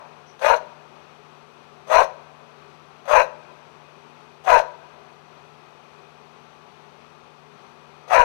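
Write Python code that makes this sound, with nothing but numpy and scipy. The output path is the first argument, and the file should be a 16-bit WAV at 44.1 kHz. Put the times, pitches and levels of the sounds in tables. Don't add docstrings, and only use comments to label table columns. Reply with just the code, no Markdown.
import sys
import numpy as np
from scipy import signal
from scipy.fft import rfft, irfft, next_fast_len
from scipy.io import wavfile
from scipy.ndimage import uniform_filter1d, minimum_filter1d, map_coordinates

SR = 44100
rng = np.random.default_rng(int(sys.argv[2]) if len(sys.argv) > 2 else 0)


def int16_out(signal):
    q = np.round(np.clip(np.atleast_2d(signal).T, -1, 1) * 32767)
    wavfile.write(sys.argv[1], SR, q.astype(np.int16))


N = 363384

# (start [s], length [s], attack [s], level [dB], brightness trim [dB], rasp trim [dB],
#  mouth widest [s], gape [1 = usual], starting pitch [Hz], its glide [Hz/s], leap up [s],
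#  top pitch [Hz], its glide [Hz/s], drop back [s], basic roughness [0-1])
BARK_LIST = [ (0.420, 0.12, 0.035, -18, 1, 2, 0.1, 0.95, 265.3, 850, .071, 452.4, 500, .16, .4),
             (1.899, 0.12, 0.029, -16, -0.5, -.3, 0.085, 0.89, 308.2, 249.5, 0.08, 468.6, -43.5, .109, .64),
             (3.083, 0.13, 0.045, -16.5, 1, -0.9, 0.09, 0.93, 288.1, 121.5, .075, 496.8, -450, .117, 0.54),
             (4.467, 0.12, .023, -16, 0.2, 0.3, 0.082, 1.1, 377.8, -800, 0.049, 501.3, -750, .128, .4),
             (8.105, 0.11, 0.029, -16, 1.9, -1, .097, 1.2, 382.6, -900, .057, 511.2, -550, 0.16, .46), ]
# (frequency [Hz], level [dB])
THROAT_SLOPE = [(100, -30), (290, -39), (400, -13.5), (520, 0), (900, 5.5), (1200, -2.5), (1750, -13.5),
                (2150, -18), (2850, -18.5), (3050, -29.5), (5000, -37), (7000, -46.5), (12000, -50.5),
                (15500, -56)]
# (centre [Hz], width [Hz], level [dB])
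THROAT_RESONANCES = [(595, 32, 5), (726, 70, 0.67), (1010, 125, 6.5), (1660, 300, 4.6), (2460, 700, 5.9)]
# (centre [Hz], width [Hz], level [dB])
GROUND_DIPS = [(775, 40, -9.5), (1187, 41, -6)]
# (centre [Hz], width [Hz], level [dB])
SHUT_RESONANCES = [(1248, 72, 9.5), (2000, 296, 7.5), (3390, 340, 5), (6430, 260, 13), (8300, 600, 4)]
# (centre [Hz], width [Hz], level [dB])
OPEN_RESONANCES = [(1546, 250, 8), (3400, 350, -3.5), (4110, 450, 12), (4600, 500, -4), (6250, 1900, 8.5)]
# (delay [s], gain [factor])
WALL_REFLECTIONS = [(.00313, 0.04), (.0083, -0.011), (.0086, -0.29), (.0095, 0.024), (.0105, .15),
                    (.014, -0.044)]
# (frequency [Hz], time to fall 60 dB [s])
YARD_DECAY = [(100, 0.56), (550, 0.46), (820, 0.3), (950, 0.42), (1080, 0.34), (1550, 0.34), (2500, 0.29),
              (5000, 0.35), (12000, 0.17)]
# (frequency [Hz], time to fall 60 dB [s])
TREE_DECAY = [(100, .5), (600, 2.4), (1000, 2.05), (2500, 3.1), (6000, 0.58), (12000, 0.12)]
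# (frequency [Hz], density [dB per Hz])
AIR_SPECTRUM = [(25, -28), (50, -18), (80, -15), (170, -3), (310, -7), (400, 5), (480, -2.5), (1000, -0.5),
                (1350, -2), (1450, -6.5), (1800, -11), (2700, -11.5), (4500, -18), (8000, -35.5),
                (15000, -49)]
# (frequency [Hz], level [dB])
HUM_LINES = [(80.7, -78), (150.7, -62.5), (236.9, -67.5), (425.3, -69), (726.7, -67), (861.3, -67.5),
             (1152, -68)]
# (centre [Hz], width [Hz], level [dB])
MICROPHONE_COLOUR = [(2499, 100, 7), (5096, 510, -2), (6030, 790, 6.5), (7000, 680, -2.5), (7880, 440, 5.5),
                     (8860, 630, -4), (9600, 680, 6), (11430, 560, 7)]

LEAD_S, LEAD_DB, CATCH_S, CATCH_DB = 0.030, -27.5, 0.009, -12
SAG_DB_PER_S, RELEASE_DB_PER_S, RELEASE_S = 27.5, 423, 0.032
RASP_FOLLOWS = 0.54
GAPE_WIDTH_S, GAPE_LOW_DB, GAPE_VOWEL_DB, GAPE_BRIGHT_DB = 0.041, 0.5, 14.5, 4
DEPTH_HZ, DEPTH_DB_PER_GAPE = 570, -16
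RUSH_AT_S, RUSH_WIDTH_S, RUSH_RASP_DB = 0.073, 0.055, 5
CLOSING_LOW_DB_PER_S, CLOSING_BRIGHT_DB_PER_S = 122, -73
LEAD_ROUGH, LEAP_ROUGH, LEAP_ROUGH_S, TOP_ROUGH = 0.3, 0.33, 0.014, -0.079
LEAP_S, DROP_HZ, SINK_HZ_PER_S = 0.014, 299.45, 600


def dog(low_db, mouth_db, bright_db, rasp_db, open_s, close_s):
    t = np.arange(N) / SR
    folds = larynx(jitter=0.05175, shimmer_db=7.5, flutter_db=1.5, tone_db=-13.5)
    voice = throat(folds, jaw_delay_s=0.013, jaw_s=0.08)
    voice = voice + sum(gain * np.interp(t - delay, t, voice) for delay, gain in WALL_REFLECTIONS)
    sounding, level, depth, chest, mouth, bright, rasp = gesture(open_s, close_s)

    def below(edge_hz):
        return filtered(voice, lambda hz: 1 / (1 + (hz / edge_hz) ** 24))

    low, vowel, body = below(805), below(1111), below(3105)
    deep = (amp(depth) - 1) * below(DEPTH_HZ)
    parts = [
        (low + deep, chest + low_db),
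        (vowel - low, mouth + mouth_db),
        (body - vowel, bright + bright_db),
        (voice - body, rasp + rasp_db + 1.8 * wobble(55)),
    ]
    balanced = sum(amp(db) * steady(part, 0.026) for part, db in parts)
    return sounding * amp(level) * balanced


def larynx(jitter, shimmer_db, flutter_db, tone_db):
    pitch, rough = registers()
    rough = np.clip(rough, 0.02, 0.95)
    cycles = np.cumsum(pitch * (1 + jitter * rough * wobble(350))) / SR
    phase = 2 * np.pi * cycles
    new_cycle = np.diff(np.floor(cycles), prepend=0)
    pulses = unit(new_cycle * amp(shimmer_db * wobble(300)))
    turbulence = unit(rng.standard_normal(N) * (1 + 0.88 * np.cos(phase)))
    tonal = lambda hz: 1 / (1 + (hz / 2200) ** 2)
    voiced = filtered(pulses, tonal) + filtered(turbulence, lambda hz: 1 - tonal(hz))
    tone = amp(tone_db) * (1 - rough) * np.cos(2 * phase)
    hoarse = np.sqrt(1 - rough) * voiced + np.sqrt(rough) * turbulence
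    return hoarse * amp(flutter_db * wobble(190)) + tone


def registers():
    age, *_, start_hz, start_glide, leap_s, top_hz, top_glide, drop_s, rough = bark_clock()
    low = start_hz + start_glide * age
    high = top_hz + top_glide * (age - leap_s)
    sinking = np.maximum(DROP_HZ - SINK_HZ_PER_S * (age - drop_s), DROP_HZ / 2)
    up = ramp((age - leap_s) / LEAP_S + 0.5)
    down = ramp((age - drop_s) / LEAP_S + 0.5)
    pitch = (1 - down) * ((1 - up) * low + up * high) + down * sinking
    rough = rough + LEAD_ROUGH * ramp(-age / CATCH_S)
    rough = rough + TOP_ROUGH * (up - down)
    rough = rough + LEAP_ROUGH * swell(age - leap_s, LEAP_ROUGH_S)
    return pitch, rough


def throat(source, jaw_delay_s, jaw_s):
    age, *_ = bark_clock()
    jaw = ramp((age - jaw_delay_s) / jaw_s)

    def through(muzzle):
        resonances = THROAT_RESONANCES + GROUND_DIPS + muzzle
        return coloured(source, lambda hz: along(THROAT_SLOPE, hz) + bumps(resonances, hz))

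    return patchy((1 - jaw) * through(SHUT_RESONANCES) + jaw * through(OPEN_RESONANCES), depth_db=3.5)


def gesture(open_s, close_s):
    age, length, attack, level_db, bright_db, rasp_db, gape_s, gape_size, *_ = bark_clock()
    opening = ramp((age + LEAD_S) / open_s)
    sounding = opening * np.exp(-np.maximum(age - length - RELEASE_S, 0) / close_s)
    rise = (LEAD_DB - CATCH_DB) * ramp(-age / CATCH_S) + CATCH_DB * ramp(1 - age / attack)
    closing = np.maximum(age - length, 0)
    effort = rise - SAG_DB_PER_S * np.maximum(age - attack, 0) - RELEASE_DB_PER_S * closing
    gape = gape_size * swell(age - gape_s, GAPE_WIDTH_S)
    rush = swell(age - RUSH_AT_S, RUSH_WIDTH_S)
    depth = DEPTH_DB_PER_GAPE * (gape_size - 1)
    lows = effort + GAPE_LOW_DB * gape + CLOSING_LOW_DB_PER_S * closing
    vowel = effort + GAPE_VOWEL_DB * gape
    bright = effort + GAPE_BRIGHT_DB * gape + CLOSING_BRIGHT_DB_PER_S * closing + bright_db
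    rasp = RASP_FOLLOWS * effort + RUSH_RASP_DB * rush + rasp_db
    return sounding, level_db, depth, lows, vowel, bright, rasp


def bark_clock():
    t, rows = np.arange(N) / SR, np.array(BARK_LIST)
    current = np.maximum(np.searchsorted(rows[:, 0] - 2 * LEAD_S, t) - 1, 0)
    start, *columns = rows[current].T
    return t - start, *columns


def echoes(x, decay, delay_s):
    hz, t, z = signal.stft(rng.standard_normal(SR), SR, nperseg=256)
    fading = z * amp(-60 * t / along(decay, hz)[:, None])
    tail = signal.istft(fading, SR, nperseg=256)[1]
    delayed = np.pad(x, (int(delay_s * SR), 0))
    return signal.fftconvolve(delayed, tail / np.linalg.norm(tail))[:N]


def lingering(level_db, t60):
    colour = lambda hz: amp(along(THROAT_SLOPE, hz) + bumps(THROAT_RESONANCES + GROUND_DIPS, hz))
    wash = unit(filtered(rng.standard_normal(N), colour))
    return wash * amp(level_db - 60 * np.arange(N) / SR / t60)


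def swish(at_s, length_s, centre_hz, width_hz, level_db):
    band = unit(filtered(rng.standard_normal(N), lambda hz: swell(hz - centre_hz, width_hz)))
    return band * amp(level_db) * swell(np.arange(N) / SR - at_s, length_s)


def background(air_db, hum_db, drift_hz):
    t = np.arange(N) / SR
    stir_db = 0.2 * wobble(1.5) + 0.45 * wobble(9)
    air = unit(filtered(rng.standard_normal(N), lambda hz: amp(along(AIR_SPECTRUM, hz))))
    hum = np.zeros(N)
    for hz, db in HUM_LINES:
        wander = drift_hz * hz / HUM_LINES[0][0] * np.cumsum(wobble(21)) / SR
        sway_db = 1.1 * wobble(4)
        hum += amp(db + sway_db) * np.sin(2 * np.pi * (hz * t + wander))
    return air * amp(air_db + stir_db) + amp(hum_db) * hum


def amp(db):
    return 10 ** (np.asarray(db) / 20)


def unit(x):
    return x / np.sqrt(np.mean(x ** 2) + 1e-20)


def steady(x, seconds):
    power = uniform_filter1d(x ** 2, max(1, int(seconds * SR)))
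    return x / np.sqrt(np.abs(power) + 1e-20)


def ramp(x):
    return np.clip(x, 0, 1)


def swell(x, width):
    return np.exp(-(x / width) ** 2)


def wobble(rate):
    knots = rng.standard_normal(int(N * rate / SR) + 4)
    return map_coordinates(knots, [np.arange(N) * rate / SR])


def along(points, hz):
    f, v = np.transpose(points)
    return np.interp(np.log(hz + 1), np.log(f + 1), v)


def bumps(peaks, hz):
    return sum(db / (1 + (2 * (hz - centre) / width) ** 2) for centre, width, db in peaks)


def filtered(x, response):
    m = next_fast_len(N + SR // 2)
    return irfft(rfft(x, m) * response(np.fft.rfftfreq(m, 1 / SR)), m)[..., :N]


def coloured(x, curve, size=8192):
    cepstrum = irfft(np.log(amp(curve(np.fft.rfftfreq(size, 1 / SR)))))
    cepstrum[1:size // 2] *= 2
    cepstrum[size // 2 + 1:] = 0
    return signal.fftconvolve(x, irfft(np.exp(rfft(cepstrum))))[:N]


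def patchy(x, depth_db, size=(4, 14)):
    z = signal.stft(x, nperseg=512, noverlap=384)[2]
    field = uniform_filter1d(rng.standard_normal(z.shape), size[0], 0)
    field = uniform_filter1d(field, size[1], 1)
    return signal.istft(z * amp(depth_db * np.tanh(unit(field))), nperseg=512, noverlap=384)[1][:N]


def scene():
    barks = dog(low_db=4.5, mouth_db=-5, bright_db=-2.63, rasp_db=-21.0, open_s=0.0039, close_s=0.016)
    near = amp(-16.0) * echoes(barks, YARD_DECAY, delay_s=0.012)
    far = amp(-36) * echoes(barks, TREE_DECAY, delay_s=0.07)
    earlier = lingering(level_db=-39.5, t60=1.0)
    brush = swish(at_s=0.3, length_s=0.032, centre_hz=5700, width_hz=630, level_db=-59.0)
    bed = background(air_db=-46.5, hum_db=9.0, drift_hz=0.65)
    return np.array([barks + near + far + earlier + brush + bed, np.zeros(N)])


def limiter(x, ceiling, thump_db, knee):
    needed = np.minimum(1, ceiling / (np.abs(x) + 1e-9))
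    gain = uniform_filter1d(minimum_filter1d(needed, 120), 100)
    control = np.tanh(np.maximum(np.abs(x) - knee, 0) / knee)
    leak = filtered(control, lambda hz: 1j * hz / (14 + 1j * hz) / (1 + 1j * hz / 30) / (1 + 1j * hz / 300))
    return x * gain + amp(thump_db) * leak


def record(dry):
    microphone = coloured(dry[0], lambda hz: bumps(MICROPHONE_COLOUR, hz))
    left = limiter(microphone, ceiling=0.96, thump_db=-8.5, knee=0.51)
    hiss = amp(-73.0) * filtered(rng.standard_normal((2, N)), lambda hz: 1 / (1 + (hz / 13000) ** 6))
    return filtered(np.array([left, dry[1]]) + hiss, lambda hz: hz < 15500)


dry = scene()
out = record(dry)
int16_out(out)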